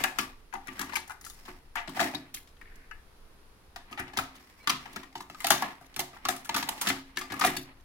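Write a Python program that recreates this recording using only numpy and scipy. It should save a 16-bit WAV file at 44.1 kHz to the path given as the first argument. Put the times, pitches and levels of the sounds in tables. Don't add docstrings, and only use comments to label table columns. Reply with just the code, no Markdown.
import sys
import numpy as np
from scipy import signal
from scipy.fft import rfft, irfft, next_fast_len
from scipy.io import wavfile
from scipy.ndimage import uniform_filter1d, map_coordinates

SR = 44100
rng = np.random.default_rng(int(sys.argv[2]) if len(sys.argv) > 2 else 0)


def int16_out(signal):
    q = np.round(np.clip(np.atleast_2d(signal).T, -1, 1) * 32767)
    wavfile.write(sys.argv[1], SR, q.astype(np.int16))


N = 345744
SPAN, LEAD = 16384, 256


def amp(db):
    return 10 ** (np.asarray(db) / 20)


def unit(x):
    return x / np.sqrt(np.mean(x ** 2) + 1e-20)


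def along(points, hz):
    f, v = np.transpose(points)
    return np.interp(np.log(hz + 1), np.log(f + 1), v)


def level(points):
    when, db = np.transpose(points)
    return amp(np.interp(np.arange(N) / SR, when, db, left=-120, right=-120))


def wobble(rate):
    knots = rng.standard_normal(int(N * rate / SR) + 4)
    return map_coordinates(knots, [np.arange(N) * rate / SR])


def filtered(x, response):
    m = next_fast_len(N + 8192)
    return irfft(rfft(x, m) * response(np.fft.rfftfreq(m, 1 / SR)), m)[..., :N]


# (frequency [Hz], correlation [-1 to 1])
PORT_LIKENESS = [(30, 1), (70, 0.79), (110, 0.98), (180, 0.92), (550, 0.6), (900, 0.31), (1650, -0.027),
                 (4970, -0.12), (15000, -0.083)]


def diffuse(pair, f):
    turn = np.arccos(np.clip(along(PORT_LIKENESS, f), -1, 1)) / 2
    mid = pair[..., 0, :] * np.cos(turn)
    side = pair[..., 1, :] * np.sin(turn)
    return np.stack([mid + side, mid - side], axis=-2)


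def rush(spectrum):
    m = next_fast_len(N)
    f = np.fft.rfftfreq(m, 1 / SR)
    noise = rfft(rng.standard_normal((2, m)))
    return unit(irfft(diffuse(noise, f) * amp(along(spectrum, f)), m)[:, :N])


# (frequency [Hz], relative level [dB per Hz])
FLOOR_COLOUR = [(29, -58), (50, -10), (81, -15.5), (103, -23), (234, -26), (450, -25.5), (483, -27.5),
                (572, -31.5), (997, -28.5), (3030, -38), (4040, -38.5), (4900, -39.5), (7800, -48),
                (10300, -41), (16000, -51.5)]
# (time [s], level [dB])
RUMBLE_LEVEL = [(0.0, -54), (0.57, -56.5), (1.03, -68), (1.77, -51.5), (2.12, -70), (2.51, -50.5),
                (4.37, -58), (4.39, -65.5), (7.84, -57.5)]


def room_floor():
    hiss = amp(-60 + 1.2 * wobble(1.96)) * rush(FLOOR_COLOUR)
    rumble_colour = [(8, -24), (19, -4.5), (30, -13.5), (45, -52.0), (80, -56.0), (200, -120)]
    lumps = amp(0.65 * wobble(7.5) + 1.9 * np.array([wobble(9), wobble(7.2)]))
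    rumble = level(RUMBLE_LEVEL) * unit(lumps * rush(rumble_colour))
    return hiss + rumble


# (time [s], level [dB])
WHIRR_LEVEL = [(2.613, -62), (2.824, -61), (2.954, -73), (3.0, -71)]
# (frequency [Hz], relative level [dB per Hz])
GEAR_COLOUR = [(410, -44), (700, -12), (1220, -27), (1490, 7), (2090, 8), (3810, -15), (5000, -12),
               (6500, -52), (11000, -120)]
# (start [s], end [s], mean pitch [Hz], mean peak level [dB])
SQUEAK_EVENTS = [(4.596, 4.633, 2280, -54), (4.605, 4.668, 4120, -61)]


def mechanism():
    t = np.arange(N) / SR
    out = level(WHIRR_LEVEL) * unit(amp(1.1 * wobble(110)) * rush(GEAR_COLOUR))
    for start, stop, hz, db in SQUEAK_EVENTS:
        swell = np.sin(np.pi * np.clip((t - start) / (stop - start), 0, 1))
        loudness = amp(db + 2.5 * wobble(120)) * swell
        phase = 2 * np.pi * np.cumsum(hz + 40 * wobble(300)) / SR
        out = out + loudness * np.sin(phase)
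    return out


# (start of hold [s], held [s], body level [dB], hiss level [dB])
STROKE_EVENTS = [(0, 0.011, -38.5, -45.5), (0.219, 0.0027, -43.5, -50.5), (0.699, .25, -51.5, -59.5),
                 (1.38, 0.14, -59, -58.5), (1.49, 0.0073, -50.5, -62), (1.77, 0.071, -77, -81),
                 (1.89, .04, -52.5, -72), (2.023, 0.006, -33.5, -40), (2.2, 0.057, -56.5, -81),
                 (3.9, .2, -56.5, -88), (4.16, 0.21, -55.5, -67), (4.4, 0.24, -61.5, -66),
                 (4.712, 0.026, -46.5, -68), (4.83, 0.16, -51, -60), (5.399, .05, -56, -56),
                 (5.52, 0.03, -38.5, -45), (5.63, 0.011, -39, -50), (5.82, 0.18, -61.5, -71),
                 (6.15, 0.043, -56, -64.5), (6.32, 0.0049, -40.5, -52), (6.58, 0.013, -38.5, -50),
                 (6.68, 0.033, -48.5, -68), (6.822, 0.09, -42, -47), (7, 0.28, -61, -97),
                 (7.36, .05, -42.5, -53), (7.441, 0.02, -33, -42), (7.64, 0.051, -55.5, -75.5)]
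# (frequency [Hz], relative level [dB per Hz])
SLIDE_COLOUR = [(120, -63), (200, -3.5), (281, -9), (466, -15.5), (1160, -7.5), (1410, -13.5), (1980, -8),
                (4500, -22), (5850, -89), (9900, -120)]
# (frequency [Hz], relative level [dB per Hz])
HISS_COLOUR = [(2350, -21), (4000, 1), (5310, 10), (6110, 2.5), (12400, 0.5), (16000, -1)]
STROKE_RISE_DB_PER_S, STROKE_FALL_DB_PER_S = 182, 141


def rubbing():
    grain = amp(1.8 * wobble(40) + 2.5 * wobble(250))
    t = np.arange(N) / SR
    body, hiss = np.full(N, -120.0), np.full(N, -120.0)
    for start, held, body_db, hiss_db in STROKE_EVENTS:
        before_db = STROKE_RISE_DB_PER_S * np.maximum(start - t, 0)
        after_db = STROKE_FALL_DB_PER_S * np.maximum(t - start - held, 0)
        away_db = before_db + after_db
        body = np.maximum(body, body_db - away_db)
        hiss = np.maximum(hiss, hiss_db - away_db)
    return amp(body) * unit(grain * rush(SLIDE_COLOUR)) + amp(hiss) * unit(grain * rush(HISS_COLOUR))


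# (frequency [Hz], time to fall 60 dB [s])
TILE_DECAY = [(150, 0.94), (500, 0.37), (1500, 0.36), (4000, 0.38), (12000, 0.26)]


def tiles(count, f):
    noise = rng.standard_normal((count, 2, SPAN * 3 // 4))
    hz, t, z = signal.stft(noise, SR, nperseg=256, noverlap=128)
    decay = amp(-60 * t / along(TILE_DECAY, hz)[:, None])
    tail = signal.istft(z * decay, SR, nperseg=256, noverlap=128)[1]
    tail = tail * np.clip((np.arange(tail.shape[-1]) - LEAD) / (0.0033 * SR), 0, 1)
    return diffuse(rfft(tail / np.sqrt(np.mean(np.sum(tail ** 2, axis=-1))), SPAN), f)


def nearby(count, echo_db, within_s):
    when, size = rng.random((count, 2, 6)), rng.standard_normal((count, 2, 6))
    delay = np.clip(when * within_s * SR, 8, 2000).astype(int)
    paths = np.zeros((count, 2, SPAN // 8))
    np.put_along_axis(paths, delay, amp(echo_db) * size, axis=2)
    return rfft(paths, SPAN)


def peak(f, hz, width_hz):
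    return 1j * f * width_hz / (hz * hz - f * f + 1j * f * width_hz)


def ringing(f, modes, scatter_db, near_hz, db_per_octave):
    hz, db, t60 = np.transpose(modes)
    draw = rng.standard_normal((len(near_hz), 2, len(hz)))
    shapes = peak(f, hz[:, None], np.log(1000) / np.pi / np.abs(t60[:, None]))
    db = db - db_per_octave * np.abs(np.log2(hz / near_hz))
    strength = amp(db + scatter_db * draw[:, 0]) * np.sign(draw[:, 1])
    return strength @ shapes


def scrape(rise_s, life_s, after_db, after_s, grit_db):
    t = np.arange(SPAN // 3) / SR
    blow_and_rustle = np.exp(-(t / life_s) ** 2) + amp(after_db) * np.exp(-t / after_s)
    shape = (1 - np.exp(-t / rise_s)) * blow_and_rustle
    noise, grit = rng.standard_normal((2, *shape.shape))
    grit = amp(grit_db * unit(uniform_filter1d(grit, size=24)))
    push = rfft(np.pad(noise * grit * shape, ((0, 0), (LEAD, 0))), SPAN)
    return push / np.sqrt(uniform_filter1d(np.abs(push) ** 2, size=128))


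RISE_S = 0.00097
KNOCK_DB, KNOCK_DB_PER_DOUBLE_LENGTH = 0, -2.5
USUAL_MS = 6.5
THUD_LATE_S = 0.00392


def push_spectra(f, ms):
    life, rise = np.clip(ms, .5, 60) / 1000, np.full_like(ms, RISE_S)
    blow = scrape(rise, life, -13.5, 0.044, 5.3)
    snap = scrape(0.46 * rise, 0.47 * life, -19.0, 0.031, 6.8)
    shove = np.exp(-2j * np.pi * f * (LEAD / SR + rise))
    knock_db = KNOCK_DB + KNOCK_DB_PER_DOUBLE_LENGTH * np.log2(ms / USUAL_MS)
    blow = blow / np.sqrt(np.mean(np.abs(blow) ** 2, axis=-1, keepdims=True)) + amp(knock_db) * shove
    late_shove = shove * np.exp(-2j * np.pi * f * THUD_LATE_S)
    return np.array([blow, snap, snap, shove, late_shove])


# (frequency [Hz], relative level [dB], time to fall 60 dB [s])
CABINET_MODES = [(697, 2.5, 0.16), (726, -3, 0.028), (774, -1.5, 0.017), (869, -6.5, 0.031),
                 (898, -2.5, 0.022), (1180, -1.5, 0.067), (1249, -5.5, 0.027), (1400, -10, 0.017),
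                 (1701, -3, 0.073), (1860, -8.5, 0.096), (2060, -4.5, 0.1), (2426, -7, 0.13),
                 (2630, -7, 0.095), (2890, -7.5, 0.2), (3900, -18, 0.1), (4830, -29, 0.029)]
# (frequency [Hz], relative level [dB], time to fall 60 dB [s])
CHASSIS_MODES = [(73.4, -17, 0.25), (113, -17.5, 0.32), (137, -10.5, 0.55), (165.1, -13, 0.33),
                 (210.9, -9.5, 0.16), (258.8, -5, 0.43), (269.6, -2.5, 0.51), (299.9, -3.5, 0.29),
                 (363.1, -2.5, 0.32), (390.4, -11.5, 0.21)]
RING_WIDTH_HZ, RING_SWELL_HZ = 55.6, 258
NEIGHBOUR_DB, NEIGHBOUR_SPREAD = -10, 0.157


def body_responses(f, hz):
    def note(at):
        return peak(f, at, RING_WIDTH_HZ) * peak(f, at, RING_SWELL_HZ)

    struck = peak(f, hz, 0.35 * hz) ** 2
    panels = ringing(f, CABINET_MODES, 2.54, hz, db_per_octave=4)
    clack = struck + amp(-0.5) * peak(f, 1860, 1370) ** 2 + amp(10.5) * panels
    clack = clack * (f / (f - 600j)) ** 3 * 4000 / (4000 + 1j * f)
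    edge = peak(f, 3455, 3950) ** 2
    tick = peak(f, 9730, 4570) * peak(f, 10000, 6000) + amp(4.5) * peak(f, 6300, 6950) ** 2
    beside = hz * np.exp(NEIGHBOUR_SPREAD * np.array([-1, 1]) * (.5 + rng.random((len(hz), 2))))
    ring = note(hz) + amp(NEIGHBOUR_DB) * (note(beside[:, 1:]) - note(beside[:, :1]))
    thud = ringing(f, CHASSIS_MODES, 3.9, hz, db_per_octave=-1) * 400 / (400 + 1j * f)
    return np.array(np.broadcast_arrays(clack, edge, tick, ring, thud))


# (time [s], clack peak before placing [dB], thud [dB], edge [dB], treble [dB],
# struck pitch [Hz], contact length [ms], ring [dB]); the ring is its peak over the clack's peak,
# thud, edge and treble are short-burst rms over the clack's peak
CONTACT_EVENTS = [(0.003, -27.5, -16, -17, -11, 1210, 3.6, -9), (0.038, -16, -29, -6.5, -5, 772, 7.3, -12),
                  (0.043, -20, -38, -9, -11, 1690, 5.5, -3.5),
                  (0.186, -17.5, -20.5, -6, -9.5, 1164, 5.6, -5.5),
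                  (0.191, -25, -32, -8, -15, 2476, 5.1, -5), (0.526, -41, -23, -20, -18, 1010, 9.1, -7),
                  (0.537, -30.5, -19.5, -35, -11.5, 776, 11, 2),
                  (0.552, -34, -16.5, -30, -25, 890, 5.7, -3), (0.671, -38.5, -33, -28, -4, 1650, 4.2, -14),
                  (0.68, -34, -12, -27, -10, 1920, 12, -9), (0.71, -51, 1.5, -25, -20, 890, 5.5, -3),
                  (0.731, -53, -14, -23, 5, 1160, 6.4, -9), (0.779, -43.5, -23, -20, -10, 1680, 18, -3),
                  (0.793, -26, -16, -4.5, -2, 1680, 5.4, -11), (0.805, -32, -27, -15, -14, 1990, 11, -15),
                  (0.812, -30, -18.5, -1.5, -0.5, 1130, 11, -8), (0.823, -36, -25, -16, -6, 1670, 5.9, -3),
                  (0.831, -37, -15, -20, -20, 890, 7.4, -9), (0.865, -50, 0, -20, -20, 900, 8, -5),
                  (0.894, -36, -20, -31, -12, 1130, 13, -11), (0.923, -33.5, -29, -20, -21, 1550, 12, -16),
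                  (0.933, -29.5, -35, -9, -13, 1145, 3.6, -12), (0.955, -24, -35, -26, -3, 2270, 7.2, -8),
                  (0.966, -30, -22, -0.5, -8, 964, 6.6, -4), (1.076, -44.5, -33, -29, 0, 990, 11, -14),
                  (1.096, -31.5, -54, -39, -11, 1480, 1.7, -5.5), (1.105, -29, -50, -25, -18, 1500, 4, -10),
                  (1.117, -43.5, -43, -36, -1, 1375, 3.4, -7),
                  (1.211, -47.5, -15, -11, 6.5, 2020, 4.6, -14), (1.215, -54, -34, -10, -1, 2020, 4.3, -18),
                  (1.242, -44, -28, -1, -8, 2020, 4, -10), (1.249, -45, -39, -7, 10.5, 1950, 7.1, -12),
                  (1.264, -40.5, -25, -20, 1, 1350, 4, -7), (1.299, -45, -25, -15, 9.5, 3570, 4.9, -5),
                  (1.307, -65, -30, -12, 3, 3700, 6.7, -12), (1.453, -46, -33, -0.5, -26, 1160, 3.7, -18),
                  (1.48, -37.5, -7.5, -35, -16, 710, 6.8, -24), (1.755, -22, -30, -20, -12.5, 940, 10, -15),
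                  (1.768, -27.5, -43, -25, -23, 797, 40, -11), (1.875, -35, -6.5, -5, -37, 644, 4.4, -8),
                  (1.892, -44, -26, -2, 3, 1110, 5.2, 5), (1.969, -30.5, -13.5, -7, -31, 736, 9.7, 1),
                  (1.994, -21, -27, -13, -22, 1870, 7.5, -20), (2.001, -17, -23, -6, -13, 737, 10, -5.5),
                  (2.011, -18.5, -16.5, -7.5, -12, 688, 4.1, -2.5),
                  (2.028, -28, -30, -14, -19, 1980, 7.2, -11), (2.042, -34.5, -3.5, -16, 2, 710, 3.9, -3),
                  (2.071, -34.5, -23, -12, -16, 1920, 5, -7), (2.137, -33, -8.5, -24, -26, 764, 9.6, 0.5),
                  (2.147, -32, -11.5, -1, -10, 3860, 6.1, -3), (2.342, -39.5, -17, 1, 11, 4320, 6.4, -9),
                  (2.37, -46.5, -30, 1, -21, 2100, 8.1, -2), (2.474, -54, -28, 1, -2, 3690, 1.8, -9),
                  (2.567, -55, -30, -10, -20, 3200, 3, -14), (2.613, -38.5, -25, -20, -20, 1880, 2.4, -13),
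                  (2.655, -49, -28, -26, -26, 1830, 3.5, -9), (2.673, -55, -21, -24, -26, 2210, 2.7, -1),
                  (2.716, -55, -35, -26, -26, 1800, 4, -6), (2.756, -58, -5, -21, 8, 2000, 10, -11),
                  (2.911, -35.5, -43, -17.5, -27, 1400, 8, -34), (3.76, -33, -28, -2.5, -13, 726, 9.8, -25),
                  (3.911, -43.5, -6, -35, -7.5, 820, 41, -15), (3.927, -38, -11, -6, -28, 1280, 5.1, -9),
                  (3.975, -30, -42, -37, -20, 762, 23, -18), (3.992, -27.5, -14, -44, -7, 1910, 23, -10),
                  (4.078, -43, -14, -8, -24, 800, 14, -7), (4.133, -40.5, -11, -5.5, -24, 766, 10, -6),
                  (4.165, -38, -28, -20, -25, 990, 8, -9), (4.172, -21, -18, -0.5, -10, 780, 6.9, -12),
                  (4.187, -19, -33, -13, -12, 1320, 3.5, -5), (4.194, -27.5, -17, -15, -22, 790, 8.8, -6),
                  (4.354, -51, -10, 1, -2, 1170, 2.2, -7), (4.673, -18, -22, -2, -18, 1310, 5.2, -18),
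                  (4.695, -23.5, -18, 5.5, -5, 1164, 14, 0.5), (4.721, -32, -11, -18, -25, 2760, 8, -9),
                  (4.855, -37.5, -16, -10, -26, 884, 10, -9), (4.929, -61, 7, 13, 13, 1090, 10, -9),
                  (4.96, -31.5, -11, -1.5, -10, 1380, 9.1, -9), (4.985, -52, -31, -15, -20, 790, 6, -7),
                  (5.031, -40, -14, -6, -14, 1210, 7, -9), (5.126, -53, -18, -2, -11, 890, 5.4, -11),
                  (5.154, -29, -18.5, -8, -23, 910, 3.5, -5.5),
                  (5.205, -30.5, -22, -10.5, -14, 1193, 2.4, -10),
                  (5.299, -31, -21.5, -12, -19, 756, 1, -20), (5.346, -40.5, -40, -3, -24, 1260, 3.5, -4),
                  (5.403, -31.5, -46.5, -9, -5, 1110, 5.3, -18),
                  (5.444, -21, -25.5, -0.5, -8, 797, 5.8, -10),
                  (5.468, -22.5, -25, 0.5, 1.5, 1290, 7.8, -15),
                  (5.504, -10.5, -24.5, -2, 0, 670, 4.7, -10.5),
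                  (5.520, -19.5, -40, -8, -6, 1090, 9.1, -11),
                  (5.622, -16, -26.5, -13, -14.5, 1140, 5.6, -14),
                  (5.811, -45, -13, -20, -11, 720, 3.4, -9), (5.941, -64, -28, 18, -22, 3590, 7, -11),
                  (5.963, -30.5, -17, 1.5, 1, 1300, 4.6, -12), (5.991, -26, -17, -1, 0.5, 780, 26.7, -11.5),
                  (6.132, -43.5, -14, -18, -27, 705, 6.6, -7), (6.165, -39, -36, -22, -22, 750, 6.1, -18),
                  (6.252, -24, -21, 1, -16, 1264, 4.8, -2), (6.286, -21.5, -18, -2, 0, 737, 5, -2.5),
                  (6.311, -37, -16, -19, -20, 2010, 6.3, -6), (6.363, -42, -30, -6, 6, 3500, 5, -12),
                  (6.446, -47, -37, 2, 8, 2460, 9, -16), (6.455, -37.5, -23, -6, 0, 1580, 3.8, -16),
                  (6.492, -21.5, -24, -4.5, -17, 920, 6.1, -5.5),
                  (6.543, -23, -13, -0.5, -11, 1180, 5.3, -9), (6.55, -30, -45, 3, -12, 1530, 5.7, -18),
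                  (6.563, -20.5, -37, -3.5, -5.5, 882, 4, -10), (6.578, -32.5, -36, -13, -7, 1270, 7.7, -5),
                  (6.626, -25.5, -18.5, -3, -11, 935, 4.2, -7),
                  (6.687, -23, -29, -2, -0.5, 893, 10.7, -8.5), (6.777, -52, -27, 10, 0, 1258, 8, -11),
                  (6.812, -32, -22, 4.5, 10.5, 1150, 28, -9), (6.862, -26, -34, -12, -12, 1530, 7.6, -19),
                  (6.870, -22, -18.5, 0, -11, 1683, 23, -8), (6.885, -47.5, -36, 23.5, 23.5, 1750, 37, 13),
                  (6.901, -16.5, -17, -17, -28.5, 1190, 4.3, -23), (7.159, -50.5, -2, 4, -24, 1470, 43, -7),
                  (7.171, -23, -20.5, -4, -12, 1760, 7.2, -7.5), (7.185, -36, -50, -20, 3.5, 1710, 26, -16),
                  (7.212, -29.5, -22.5, -3, -13, 1200, 5.6, -7.5),
                  (7.301, -34.5, -9, -10, -30, 1680, 16, -15), (7.319, -30.5, -8, -4.5, -11, 1110, 15, -8),
                  (7.338, -34, -35, -26, -7, 1240, 6.5, 0), (7.393, -32.5, -39, -9, 4.5, 1230, 12, -3),
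                  (7.411, -14.5, -28, -8, -27, 1236, 7, -5.5), (7.421, -29, -27, -15, -25, 1480, 4.5, -18),
                  (7.438, -15.5, -28, -25, -14, 1180, 9.5, -9), (7.447, -16, -17, -6.5, -4.5, 743, 3.1, -4),
                  (7.473, -29.5, -4, -8, -31, 1910, 8, 2), (7.566, -27.5, -14, -3, 0, 4450, 5.1, -7)]
# (time [s], left port late [ms], left over right [dB]), bass excepted
HAND_PLACE = [(0, -0.41, 12.5), (1, -0.22, 12.5), (2.2, -0.1, 12.5), (2.8, 0.053, 8), (3.8, 0.19, 11.5),
              (4.8, 0.21, 8.5), (5.5, 0.091, 7), (6.8, .12, 6.5), (7.8, -0.12, 9.5)]
# (frequency [Hz], left over right [dB]), bass excepted
PORT_COLOUR = [(60, 1), (290, 10.5), (640, -10.5), (1400, 5), (3100, -6), (4500, -5.5), (6800, -3),
               (9000, -8.5), (15000, -15.5)]
CREST_DB = 5
BURST_S = .003
ONE_SIDED_HZ = 770
ROOM_DB, ROOM_DB_PER_OCTAVE = -5, -2
ROOM_DB_PER_DOUBLE_LENGTH = 2


def contacts():
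    s, db, thud_db, edge_db, treble_db, hz, ms, ring_db = np.transpose(CONTACT_EVENTS)[:, :, None]
    n, f = len(s), np.fft.rfftfreq(SPAN, 1 / SR)
    pushes, bodies = push_spectra(f, ms), body_responses(f, hz)

    early = irfft((pushes * bodies)[..., ::2], SPAN // 2)[..., :SPAN // 4]
    power = uniform_filter1d(early ** 2, size=round(BURST_S * SR))
    peak_over_rms = amp([9.3, 11.53, 13.37, 4.9, 2.85])[:, None, None]
    tops = peak_over_rms * np.sqrt(power.max(axis=-1, keepdims=True))
    layer_db = np.array([0 * db, edge_db + CREST_DB, treble_db + CREST_DB, ring_db, thud_db + CREST_DB])
    bodies = bodies * amp(db + layer_db) / tops
    direct = pushes * bodies

    push_rms = np.sqrt(np.mean(np.abs(pushes[:4]) ** 2, axis=-1, keepdims=True))
    radiated = np.sum(bodies[:4] * push_rms, axis=0)
    room_db = ROOM_DB + ROOM_DB_PER_OCTAVE * np.log2(hz / 1000)
    room_db = room_db + ROOM_DB_PER_DOUBLE_LENGTH * np.log2(ms / USUAL_MS)

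    side = np.array([[.5], [-.5]])
    when, late_ms, left_db = np.transpose(HAND_PLACE)
    lag = np.interp(s, when, late_ms)[:, None] / 1000
    pan_db = np.interp(s, when, left_db)[:, None]
    sided = f ** 2 / (f ** 2 + ONE_SIDED_HZ ** 2)
    shadow = amp(side * (along(PORT_COLOUR, f) + pan_db) * sided)
    delay = np.exp(-2j * np.pi * f * side * lag * sided)
    near = direct[:4].sum(axis=0)[:, None] * delay * shadow * (1 + sided * nearby(n, -5.5, .005))
    far = radiated[:, None] * amp(room_db[:, None]) * tiles(n, f) * shadow ** 0.21
    thud = direct[4][:, None]

    heard = irfft(near + far + thud, SPAN)
    out = np.zeros((2, N + SPAN + LEAD))
    for start, sound in zip(np.round(s[:, 0] * SR).astype(int), heard):
        out[:, start:start + SPAN] += sound
    return out[:, LEAD:N + LEAD]


def scene():
    return room_floor() + mechanism() + rubbing() + contacts()


TOP_HZ = 15900


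def record(dry):
    soft = dry / (1 + np.abs(dry / .75) ** 4) ** (1 / 4)
    return filtered(soft, lambda hz: amp(-60 * np.clip((hz - TOP_HZ) / 300, 0, 2)))


dry = scene()
out = record(dry)
int16_out(out)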